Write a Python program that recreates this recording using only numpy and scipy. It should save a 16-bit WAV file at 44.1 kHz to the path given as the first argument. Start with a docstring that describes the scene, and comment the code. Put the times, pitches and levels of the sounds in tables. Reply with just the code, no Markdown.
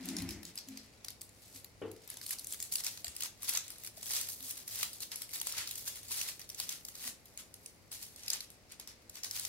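"""Tearing a foil wrapper in a quiet room

Fingers peel and tear foil close to a phone: short noise bursts make the snapping creases and fine crackle,
quick sine notes the popping pockets. The walls of the hard-floored room answer a moment later with dying noise.
Next door something heavy scrapes (noise through resonances, jerking in low fading sine notes as it sticks and
slips), knocks once and bumps softly (fading sine notes). A low drone and microphone hiss, both shaped noise,
lie under it all."""
import sys
import numpy as np
from scipy import signal
from scipy.fft import rfft, irfft, next_fast_len
from scipy.io import wavfile
from scipy.ndimage import uniform_filter1d, map_coordinates

SR = 44100
rng = np.random.default_rng(int(sys.argv[2]) if len(sys.argv) > 2 else 0)


def persist_wave(psi):
    """Save psi, clipped to +-1, as 16-bit WAV."""
    counts = np.round(np.clip(psi, -1, 1) * 32767).astype(np.int16)
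    wavfile.write(sys.argv[1], SR, np.atleast_2d(counts).T)


N = 418196  # length [samples]


def amp(db):
    """Turn decibels into a plain multiplier."""
    return 10 ** (np.asarray(db) / 20)


def unit(x):
    """Scale a signal to an average (RMS) strength of one."""
    return x / np.sqrt(np.mean(x ** 2) + 1e-20)


def along(points, hz):
    """Read a curve of (frequency [Hz], value) points on a log frequency axis."""
    f, value = np.transpose(points)
    return np.interp(np.log(hz + 1), np.log(f + 1), value)


def curves(rows):
    """Give each level column one value per sample; outside the table it is silent (-120 dB)."""
    s, *columns = np.transpose(rows)
    t = np.arange(N) / SR
    return [np.interp(t, s, column, -120, -120) for column in columns]


def filtered(x, response):
    """Multiply the spectrum of x by a response of frequency."""
    m = next_fast_len(x.shape[-1] + 8192)
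    spectrum = rfft(x, m) * response(np.fft.rfftfreq(m, 1 / SR))
    return irfft(spectrum, m)[..., :x.shape[-1]]


def pair(length, alike):
    """Left and right noises that resemble each other by alike(Hz): a shared part plus an opposed part."""
    def shares(hz):
        turn = np.arccos(np.clip(alike(hz), -1, 1)) / 2
        return np.array([np.cos(turn), np.sin(turn)])

    mid, side = filtered(rng.standard_normal((2, length)), shares)
    return np.array([mid + side, mid - side])


def dying(noise, t60_table):
    """Let each frequency of the noise fade by 60 dB in its own time."""
    hz, t, z = signal.stft(noise, SR, nperseg=256)
    fade = amp(-60 * t / along(t60_table, hz)[:, None])
    return signal.istft(z * fade, SR, nperseg=256)[1][:, :noise.shape[1]]


def ringing(hz, db, t60, attack):
    """One gently started sine note that fades by 60 dB in t60 seconds."""
    t = np.arange(SR // 2) / SR
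    start = 1 - np.exp(-t / attack)
    return amp(db - 60 * t / t60) * start * np.sin(2 * np.pi * hz * t)


# colour of drone and hiss: (frequency [Hz], relative level [dB per Hz])
BACKGROUND_COLOUR = [(15, -46), (30, -9), (64, -4), (85, -8), (100, -0.5), (120, -9.5), (310, -13),
                     (570, -15), (950, -21.5), (1600, -24.5), (2100, -20), (3300, -28.5), (4700, -24),
                     (15700, -39.5)]
# how alike left and right are: (frequency [Hz], likeness [0 to 1])
BACKGROUND_ALIKE = [(40, 0.76), (150, 0.74), (500, 0.58), (1500, 0.067), (5000, .05)]
BACKGROUND_DB, WAVERS_PER_S = -61.5, 4  # level before the drone wavers; new waver values each second


def background():
    """A house drone, alike on both sides and wavering in level, with hiss that differs left and right."""
    noise = pair(N, lambda hz: along(BACKGROUND_ALIKE, hz))
    noise = unit(filtered(noise, lambda hz: amp(along(BACKGROUND_COLOUR, hz))))
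    steps = rng.standard_normal(N * WAVERS_PER_S // SR + 4)
    waver = map_coordinates(steps, [np.arange(N) * WAVERS_PER_S / SR])
    drone = filtered(noise, lambda hz: 1 / (1 + (hz / 130) ** 4))
    return amp(BACKGROUND_DB) * (noise + (amp(0.52 * waver) - 1) * drone)


# how the scrape swells and fades: (time [s], groan level [dB], rumble level [dB])
SCRAPE_LEVELS = [(0.0, -50, -72), (0.024, -52, -65), (0.05, -54, -77), (0.07, -50, -64), (0.104, -46, -71),
                 (0.136, -46, -54), (0.178, -47, -59), (0.202, -47, -49), (0.254, -46, -48),
                 (0.378, -51, -56), (0.434, -55, -65), (0.49, -60, -68), (0.6, -73, -72)]
# resonances, before the response is squared: (frequency [Hz], width [Hz], relative level [dB])
FURNITURE_MODES = [(64, 20, 0), (101, 24, -2.5), (174.4, 24, -2.5), (215, 22, -3), (268, 28, -5),
                   (309.6, 26, -1.5), (345, 47, -4.5), (750, 330, -14), (2100, 900, -14)]


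def scrape(split_hz=140):
    """Friction, as noise, shakes the few resonances that come through the wall."""
    def resonances(f):
        total = 0
        for k, (centre, width, db) in enumerate(FURNITURE_MODES):
            mode = 1j * f * width / (centre * centre - f * f + 1j * f * width)
            total = total + amp(db) * mode * (-1) ** k  # neighbours push opposite ways
        return total

    noise = pair(N, lambda hz: 0.92 + 0 * hz)
    groan = unit(filtered(noise, lambda f: resonances(f) ** 2 * (f > split_hz)))
    rumble = unit(filtered(noise, lambda f: resonances(f) ** 2 * (f <= split_hz)))
    groan_db, rumble_db = curves(SCRAPE_LEVELS)
    return amp(groan_db) * groan + amp(rumble_db) * rumble


# low fading notes: jerks of the scrape, then soft bumps; the level is the one before the gentle start: # (time
# [s], frequency [Hz], level [dB], 60 dB fade [s], attack [s])
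LOW_NOTES = [(0.0, 258, -29, .13, .03), (.068, 266, -33, .45, .02), (.212, 266, -32, .3, .025),
             (.672, 266.3, -29.5, 0.28, 0.09), (.7, 218, -48, 0.5, 0.013), (1.544, 272, -51, 0.16, 0.0057),
             (1.545, 97, -56, 0.21, .008), (3.076, 69.6, -43.5, 0.11, .005), (4.4, 266, -53, .3, .02),
             (7.05, 252, -45.5, 0.12, .01), (7.084, 212, -51, 0.11, 0.007)]


def low_notes():
    """Fading low notes: the early ones near 266 Hz, up to 0.7 s, are jerks of the scrape as it sticks and
    slips; the later ones are padded contacts."""
    out = np.zeros(N + SR)
    for s, *mode in LOW_NOTES:
        out[round(s * SR):][:SR // 2] += ringing(*mode)
    return out[:N]


# general colour of the foil: (frequency [Hz], relative level [dB per Hz])
FOIL_COLOUR = [(290, -40), (500, -12), (900, -6), (1600, -5), (2100, 0), (3200, 0.3), (4500, 5), (7000, 4),
               (11000, 4), (15700, -1)]
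# where the hands are, as the head start of the left side: (time [s], left lead [microseconds])
HAND_POSITION = [(0, 21), (2.5, 10), (3, 71), (7, 69), (8, 99), (9.48, 53)]
# direct sound, then floor and lap: (delay [s], level [dB])
NEAR_ECHOES = [(0, 0), (.0019, -5), (.004, -10.5)]


def creases(times, peak_db, colour_db, rise, t60, alike, size):
    """Each crease rattles the sheet as a short noise burst; colour_db(Hz) gives one spectrum a row."""
    t, hz = np.arange(size) / SR, np.fft.rfftfreq(size, 1 / SR)
    draws = rng.standard_normal((len(times), 2, size))
    life = t60 * np.exp(.25 * draws[:, 0, :1])  # no two creases last alike

    def once(u):
        """A fast rise, then a fade."""
        return np.clip(u / rise, 0, 1) ** 3 * amp(-60 * np.maximum(u - rise, 0) / life)

    # the echoes add their power to the burst's outline
    shape = np.sqrt(sum((amp(db) * once(t - delay)) ** 2 for delay, db in NEAR_ECHOES))
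    a, b = np.moveaxis(draws, 1, 0) * shape
    turn = np.arccos(np.clip(alike, 0, 1)) / 2  # each port hears the sheet from another angle
    shared, opposed = np.cos(turn) * a, np.sin(turn) * b
    ports = np.array([shared + opposed, shared - opposed])

    lead = np.interp(times, *np.transpose(HAND_POSITION))[:, None] / 10 ** 6
    # left earlier, right later, by half the lead each
    shift = np.exp(1j * np.pi * hz * lead * np.array([1, -1])[:, None, None])
    # chance peaks of the crumpled facets
    facets = rng.standard_normal((len(times), len(hz)))
    facets = unit(uniform_filter1d(facets, size=size // 64, axis=1))
    gain = amp(along(FOIL_COLOUR, hz) + colour_db(hz) + 4 * facets)
    bursts = irfft(rfft(ports) * gain * shift, size)

    # colouring changed the strength, so set each crease to its own level
    burst_power = np.mean(bursts ** 2, axis=(0, 2))
    shape_power = np.mean(shape ** 2, axis=1)
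    bursts = bursts * (amp(peak_db) / np.sqrt(burst_power / shape_power))[:, None]
    first = np.round((times[:, None] - rise) * SR).astype(int)
    at = np.clip(first + np.arange(size), 0, N)
    return np.array([np.bincount(at.ravel(), port.ravel(), N + 1)[:N] for port in bursts])


# pulls on the sheet; swell and fade are the times for a 10 dB change before and after the height:
# (height time [s], swell [s], fade [s], peak level [dB], brightness [dB per octave])
SHEET_PULLS = [(0.085, 0.193, 0.196, -48.0, -5.0), (0.183, 0.02, 0.067, -44.0, -5.0),
               (0.299, 0.054, 0.062, -48.0, -5.0), (0.499, 0.191, 0.018, -56.0, -3.0),
               (0.589, 0.017, 0.005, -41.0, -2.0), (0.685, 0.133, 0.125, -56.0, -4.0),
               (0.747, 0.175, 0.301, -56.0, -6.0), (1.469, 0.187, 0.09, -54.0, 0.0),
               (1.569, 0.058, 0.032, -47.0, 1.0), (1.965, 0.006, 0.024, -54.0, -3.0),
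               (2.13, 0.106, 0.067, -50.0, -3.0), (2.225, 0.013, 0.149, -45.0, 1.0),
               (2.333, 0.042, 0.005, -33.0, 1.0), (2.401, 0.024, 0.278, -51.0, 1.0),
               (2.518, 0.019, 0.036, -40.0, 2.0), (2.595, 0.03, 0.159, -46.0, 1.0),
               (2.725, 0.009, 0.032, -32.0, 4.0), (2.808, 0.069, 0.005, -38.0, 0.0),
               (2.878, 0.033, 0.014, -33.0, -1.0), (2.958, 0.277, 0.098, -48.0, 0.0),
               (3.147, 0.005, 0.027, -45.0, 0.0), (3.262, 0.07, 0.009, -37.0, -2.0),
               (3.447, 0.025, 0.02, -38.0, -1.0), (3.488, 0.012, 0.037, -29.0, 0.0),
               (3.57, 0.068, 0.013, -32.0, -3.0), (3.648, 0.041, 0.15, -48.0, -3.0),
               (3.871, 0.083, 0.016, -45.0, 0.0), (3.972, 0.007, 0.08, -48.0, 1.0),
               (4.058, 0.008, 0.153, -36, 2.0), (4.108, 0.02, 0.08, -32, 0),
               (4.154, 0.075, 0.085, -30.5, 0), (4.297, 0.009, 0.068, -37.0, 4.0),
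               (4.52, 0.091, 0.005, -37.0, 3.0), (4.572, 0.019, 0.058, -42.0, 0.0),
               (4.712, 0.027, 0.089, -37.0, 1.0), (4.82, 0.072, 0.035, -34.0, -1.0),
               (4.929, 0.237, 0.213, -47.0, 1.0), (5.027, 0.02, 0.018, -35.0, 1.0),
               (5.116, 0.004, 0.034, -38.0, -3.0), (5.224, 0.112, 0.02, -45.0, 0.0),
               (5.341, 0.03, 0.084, -35.0, 1.0), (5.487, 0.047, 0.036, -37.0, 0.0),
               (5.583, 0.079, 0.089, -35.5, -4.0), (5.688, 0.055, 0.241, -42.0, 1.0),
               (5.783, 0.014, 0.039, -36.0, 3.0), (5.88, 0.031, 0.011, -32.0, 2.0),
               (5.972, 0.106, 0.024, -43.0, 0.0), (6.115, 0.006, 0.1, -35, 0),
               (6.175, 0.064, 0.082, -32.0, 0.0), (6.294, 0.162, 0.034, -38.5, -1),
               (6.403, 0.011, 0.039, -47.0, -3.0), (6.51, 0.034, 0.226, -52.0, 0.0),
               (6.595, 0.014, 0.057, -36.0, 0.0), (6.729, 0.077, 0.043, -40, -1.0),
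               (6.881, 0.034, 0.026, -45.0, 5.0), (7.081, 0.075, 0.012, -35.0, 0),
               (7.26, 0.01, 0.12, -56, 1), (7.395, 0.012, 0.025, -44.0, -3.0),
               (7.676, 0.151, 0.1, -58.0, 3.0), (7.918, 0.004, 0.075, -38.5, 0),
               (8.023, 0.015, 0.0754, -44.0, 1), (8.199, 0.029, 0.017, -47.0, -2.0),
               (8.338, 0.059, 0.044, -37.0, -4), (8.445, 0.118, 0.006, -48.0, -3.0),
               (8.713, 0.015, 0.035, -50.0, -5.0), (8.801, 0.004, 0.03, -47.0, -6.0),
               (8.878, 0.004, 0.03, -47, -5), (9.177, 0.036, 0.021, -46.0, -2.0),
               (9.239, 0.005, 0.028, -37.0, -2.0), (9.364, 0.044, 0.132, -38.0, 0.0)]
IDLE_DB = -69  # the sheet ticks faintly between pulls
UNEVEN_DB, EVENS_OUT = 4, .065  # size spread at rest; dB of it lost per dB of pull: a hard tear is even
CLUMP_DB, CLUMPS_PER_S = 1.7, 45  # louder and softer bunches: depth and number of level values a second


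def crackle(count=13000):
    """Many tiny creases at chance moments, a few much larger than the rest; each pull swells and fades."""
    when, pitch, luck = rng.random((count, 3)).T
    s = when * (N - 1) / SR
    height_s, swell_s, fade_s, peak_db, bright_db = np.transpose(SHEET_PULLS)
    late = s[:, None] - height_s
    pull_db = peak_db - 10 * np.where(late < 0, -late / swell_s, late / fade_s)
    level_db = np.maximum(pull_db.max(axis=1), IDLE_DB)

    spread_db = UNEVEN_DB - EVENS_OUT * (level_db - IDLE_DB)
    rarity = -np.log(1.015 - luck)  # mostly small, now and then large
    # estimate the average power from every 20th draw, so that the spread does not raise it
    mean_power = np.mean(amp(2 * spread_db[:, None] * rarity[::20]), axis=1)
    size_db = spread_db * rarity - 10 * np.log10(mean_power)
    steps = rng.standard_normal(int(N / SR * CLUMPS_PER_S) + 2)
    clumps_db = CLUMP_DB * map_coordinates(steps, [s * CLUMPS_PER_S]) - 1.9

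    ring_hz = 3300 * 4.2 ** pitch[:, None]
    slope_db = bright_db[pull_db.argmax(axis=1), None]  # from the strongest pull at that moment

    def colour_db(hz):
        ring = 8 * np.exp(-(np.log((hz + 1) / ring_hz) / 0.11) ** 2)
        tilt = slope_db * np.log2(np.maximum(hz, 2500) / 6500)
        return ring + tilt

    return creases(s, level_db + size_db + clumps_db, colour_db, rise=.0004, t60=.004, alike=.35, size=256)


# creases that snap; the crunch is the low sound under the treble:
# (time [s], peak level [dB], ringing of the facet [Hz], crunch level [dB])
SNAPPING_CREASES = [(0.0563, -34, 11500.0, -22.0), (0.0882, -29.0, 5300.0, -20.0),
                    (0.167, -29, 5100, -19.0), (0.186, -36, 5500, -22), (0.2219, -35.0, 11500.0, -18.0),
                    (0.2907, -32.0, 6000, -17.0), (0.3077, -33.0, 5200.0, -19.0),
                    (0.4314, -40.0, 11800.0, -11.0), (0.4524, -34.0, 5100.0, -19.0),
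                    (0.5561, -37.0, 11400.0, -32.0), (0.5771, -30.0, 4800, -21.0),
                    (0.5871, -38.0, 5300.0, -17.0), (0.6868, -37.0, 6100.0, -16.0),
                    (0.7736, -36.0, 5300.0, -20.0), (1.047, -34.0, 6800.0, -20.0),
                    (1.0839, -31.0, 5200.0, -20), (1.1049, -38.0, 8400.0, -19.0), (1.2115, -40, 9000, -22),
                    (1.2166, -33.0, 13500.0, -25.0), (1.2925, -47, 9000, -24),
                    (1.6457, -37.0, 12800.0, -24.0), (1.915, -42.0, 11600.0, -30),
                    (2.0767, -40.0, 13500.0, -30.0), (2.1016, -31.0, 11700.0, -21.0),
                    (2.1415, -40.0, 11700.0, -20.0), (2.1705, -37.0, 5900.0, -16.0),
                    (2.2144, -36.0, 4800.0, -16.0), (2.2643, -32.0, 10400.0, -26.0),
                    (2.293, -33, 8900, -30), (2.3082, -25.0, 11700.0, -22.0), (2.386, -36.0, 5000.0, -22.0),
                    (2.395, -32.0, 11100.0, -32.0), (2.4448, -35.0, 9600.0, -31.0),
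                    (2.4708, -31.0, 10600.0, -32.0), (2.5247, -28.0, 9400.0, -28.0),
                    (2.5356, -32.0, 11700.0, -24.0), (2.5446, -34.0, 4400.0, -23.0),
                    (2.6025, -29.0, 8400.0, -32.0), (2.6264, -27.0, 9800.0, -28.0),
                    (2.7236, -27.0, 11400.0, -30.0), (2.7387, -28, 10600, -32),
                    (2.7561, -21.0, 11700.0, -32.0), (2.7839, -33, 5100, -24), (2.838, -31, 5500, -28),
                    (2.8459, -26.0, 12000.0, -32.0), (2.8659, -24.0, 5300.0, -20.0),
                    (2.9746, -36.0, 5200.0, -20.0), (3.0455, -26.0, 4700.0, -18.0),
                    (3.0684, -35.0, 4200.0, -12.0), (3.0814, -31.0, 7600.0, -10.0),
                    (3.1652, -31, 8900, -26), (3.2071, -29.0, 5300.0, -28.0),
                    (3.2231, -27.0, 4000.0, -23.0), (3.235, -26.0, 7200.0, -18.0),
                    (3.4226, -36.0, 8000.0, -28.0), (3.4316, -29.0, 9800.0, -21.0),
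                    (3.4925, -22.0, 10700.0, -23.0), (3.5363, -27, 11400, -22),
                    (3.5513, -24.0, 6600.0, -20.0), (3.5733, -21.0, 5800.0, -21.0),
                    (3.681, -38.0, 8300.0, -23.0), (3.704, -34.0, 10600.0, -19.0),
                    (3.7838, -42.0, 10200.0, -32.0), (3.8367, -37.0, 12100.0, -30.0),
                    (3.8478, -35, 10500, -17), (3.8736, -32.0, 7800.0, -15.0),
                    (4.0292, -33.0, 7900.0, -16.0), (4.107, -29, 7700, -17), (4.1362, -27.0, 6900.0, -26.0),
                    (4.2128, -27.0, 9000.0, -26.0), (4.2877, -32.0, 12600.0, -20.0),
                    (4.4064, -38.0, 12100.0, -20.0), (4.4273, -37.0, 11200.0, -21.0),
                    (4.4674, -39, 9000, -22), (4.5092, -29.0, 9800.0, -29.0),
                    (4.577, -36.0, 10000.0, -21.0), (4.6788, -31.0, 11300.0, -23.0),
                    (4.7576, -31.0, 12100.0, -25.0), (4.7895, -30.0, 10400.0, -20.0),
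                    (4.8304, -21.0, 3600.0, -17), (4.9322, -36.0, 9600.0, -24.0),
                    (5.005, -33.0, 8700.0, -28.0), (5.032, -32.0, 4500.0, -19.0),
                    (5.1176, -31.0, 4600.0, -17.0), (5.1587, -29.0, 10700.0, -27.0),
                    (5.2195, -29.0, 11300.0, -24.0), (5.2921, -41, 9000, -22),
                    (5.3358, -31.0, 12000.0, -20.0), (5.4001, -32, 6400.0, -19.0),
                    (5.4151, -25.0, 9900.0, -15.0), (5.471, -23.0, 8900.0, -15.0),
                    (5.5238, -29.0, 5000.0, -32.0), (5.5827, -30, 6000.0, -13.0),
                    (5.6745, -30.0, 5300.0, -19.0), (5.7114, -29.0, 12200.0, -24.0),
                    (5.7563, -32.0, 9000.0, -28.0), (5.9576, -38, 9000, -22), (6.0314, -41, 9000, -22),
                    (6.0846, -38.0, 7400.0, -22.0), (6.1099, -31, 9400, -19), (6.1257, -29, 10500, -25),
                    (6.2143, -24.0, 7800.0, -21.0), (6.3949, -38.0, 10500.0, -16.0),
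                    (6.4158, -36.0, 5600.0, -20.0), (6.4916, -37.0, 10000.0, -32.0),
                    (6.5006, -32.0, 6900.0, -21.0), (6.5465, -36.0, 6200.0, -32.0),
                    (6.6004, -24.0, 5700.0, -20.0), (6.6922, -26.0, 6900.0, -23.0),
                    (6.7251, -31.0, 5000.0, -25.0), (6.8508, -33, 8800.0, -32.0),
                    (6.8857, -34.0, 9000.0, -18.0), (6.9536, -37.0, 7200.0, -24.0),
                    (7.0773, -30.0, 10600.0, -17.0), (7.257, -45, 12800, -18),
                    (7.3756, -33.0, 8400.0, -30.0), (7.5413, -38.0, 9400.0, -29.0),
                    (7.661, -35.0, 8400.0, -27.0), (7.9166, -37.0, 8600.0, -18.0), (8.028, -37, 11500, -24),
                    (8.1618, -39.0, 8100.0, -32.0), (8.2347, -39.0, 6800.0, -26.0),
                    (8.2626, -38.0, 5600.0, -28.0), (8.2816, -25.0, 4300.0, -30),
                    (8.3025, -21.0, 4800.0, -29), (8.3335, -24.0, 5900.0, -28),
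                    (8.4063, -32.0, 4500.0, -30), (8.5031, -42.0, 6000.0, -21.0),
                    (8.7206, -40.0, 7800.0, -20.0), (8.7984, -35.0, 5900.0, -18.0),
                    (8.8752, -36.0, 5700.0, -18.0), (9.0967, -36.0, 8500.0, -26.0),
                    (9.1556, -38.0, 5700.0, -28.0), (9.2344, -30.0, 6400.0, -20.0),
                    (9.2454, -29.0, 4700.0, -20.0), (9.3112, -27.0, 5300.0, -20.0),
                    (9.3641, -34.0, 5200.0, -25.0), (9.3741, -33.0, 5500.0, -17.0),
                    (9.397, -27.0, 8400.0, -29.0), (9.4509, -27.0, 5500.0, -21.0)]
USUAL_CRUNCH_DB = -19.5  # low crunch of a plain crease; larger folds have more


def snaps():
    """Each snapping crease favours the pitch of its facet; big folds reach lower."""
    s, db, ring_hz, crunch_db = np.transpose(SNAPPING_CREASES)

    def colour_db(hz):
        ring = 6 * np.exp(-(np.log((hz + 1) / ring_hz[:, None]) / .25) ** 2)
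        body = (crunch_db[:, None] - USUAL_CRUNCH_DB) / (1 + (hz / 2500) ** 4)
        return ring + body

    return creases(s, db, colour_db, rise=.0015, t60=.008, alike=.55, size=768)


def sideways(x, smear_hz=1200):
    """Towards the walls other facets radiate: slow noise multiplies the sound and smears its pitch."""
    return x * unit(filtered(rng.standard_normal(N), lambda hz: hz < smear_hz))


# how long the room rings: (frequency [Hz], 60 dB fade [s])
ROOM_FADE = [(500, 0.22), (3000, 0.28), (8000, 0.24), (15000, 0.18)]


def room(x, delay=.005, build=.006, size=16384):
    """The walls answer after a gap, build up and die away; moving hands meet ever new paths."""
    out, t = np.zeros((2, N + 2 * size + SR)), np.arange(SR // 2) / SR
    onset = np.clip((t - delay) / build, 0, 1)
    window = np.hanning(2 * size + 1)[:-1]
    padded = np.pad(x, (size, 2 * size))
    # overlapping stretches blend into each other, each with a fresh noise tail
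    for i in range(0, N + size, size):
        noise = pair(len(t), lambda hz: 0.56 / (1 + (hz / 1200) ** 2))
        tail = onset * dying(noise, ROOM_FADE)
        stretch = padded[i:i + 2 * size] * window
        wet = signal.fftconvolve(stretch[None], tail / np.linalg.norm(tail[0]), axes=1)
        out[:, i:i + wet.shape[1]] += wet[:, :out.shape[1] - i]
    return out[:, size:size + N]


# colour of the wash: (frequency [Hz], relative level [dB per Hz])
KNOCK_COLOUR = [(35, -40), (60, -30), (112, -23), (163, -26), (435, -13.5), (500, -15), (600, -27),
                (1400, -29), (1690, -34), (2270, -36), (3000, -32), (3900, -50), (6600, -120)]
# how long the wash lasts: (frequency [Hz], 60 dB fade [s])
KNOCK_FADE = [(100, 0.32), (400, 0.54), (1000, 0.32), (3000, 0.26)]
# strongest notes, level before the gentle start: (frequency [Hz], level [dB], 60 dB fade [s])
KNOCK_MODES = [(100.4, -41.5, 0.45), (204, -46, .3), (278, -43, 0.26), (325, -35.5, 0.27), (392, -37, 0.28),
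               (441, -33.5, 0.33), (470, -41, 0.35), (515, -45, 0.36)]
# the blow itself, level before its start: (frequency [Hz], level [dB], 60 dB fade [s], attack [s])
BLOW = (450, -30.5, .02, .0003)
KNOCK_AT, KNOCK_DB = 1.817, -40  # time [s]; level of the wash before it swells and dies


def knock():
    """A dull blow: its strongest modes swell as they arrive by many paths, over a dying wash."""
    noise = pair(SR // 2, lambda hz: 0.71 + 0 * hz)
    noise = unit(filtered(noise, lambda hz: amp(along(KNOCK_COLOUR, hz))))
    modes = sum(ringing(*mode, attack=.04) for mode in KNOCK_MODES) - ringing(*BLOW)
    swell = 1 - np.exp(-np.arange(SR // 2) / SR / .002)
    blow = modes + amp(KNOCK_DB) * swell * dying(noise, KNOCK_FADE)
    return np.pad(blow, [(0, 0), (round(KNOCK_AT * SR), N)])[:, :N]


# pockets of foil that pop with a clear low pitch: (time [s], frequency [Hz], level [dB])
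POCKETS = [(3.046, 690, -46), (3.067, 1860, -44), (3.234, 1210, -45), (3.571, 1360, -42), (3.975, 650, -47),
           (4.102, 1980, -42), (4.829, 1200, -36), (5.413, 900, -42), (5.538, 1300, -42), (5.59, 2000, -38),
           (6.109, 970, -46), (7.043, 1900, -42), (8.28, 2600, -38), (8.406, 2200, -44)]
POP_CYCLES = 28  # cycles in which a pop dies by 60 dB


def pops():
    """Each pocket sounds one short sine note; the two ports hear it a little out of step."""
    out, t = np.zeros((2, N + SR)), np.arange(SR // 10) / SR
    turns = rng.uniform(-1, 1, (len(POCKETS), 2, 1))  # phase [radians]
    for (s, hz, db), turn in zip(POCKETS, turns):
        fade = amp(db - 60 * t * hz / POP_CYCLES)
        start = np.minimum(t * hz, 1)  # rises over one cycle
        note = fade * start * np.sin(2 * np.pi * hz * t + turn)
        out[:, round(s * SR):][:, :len(t)] += note
    return out[:, :N]


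def scene():
    """Add the near foil and its room, the sounds next door and the background."""
    far = scrape() + low_notes() + knock()
    foil = crackle() + snaps() + pops()
    near = foil + amp(-6.3) * room(sideways(foil[0]))
    # left and right trims [dB]
    return near * amp([[.5], [-.5]]) + far * amp([[1.1], [-1.1]]) + background() * amp([[.6], [-.6]])


TOP_HZ = 15780  # band limit of the phone


def record(dry):
    """The microphones lose the deepest bass; the phone keeps nothing above its band limit."""
    return filtered(dry, lambda hz: (hz < TOP_HZ) * hz ** 3 / (hz ** 3 + 38 ** 3))


dry = scene()
out = record(dry)
persist_wave(out)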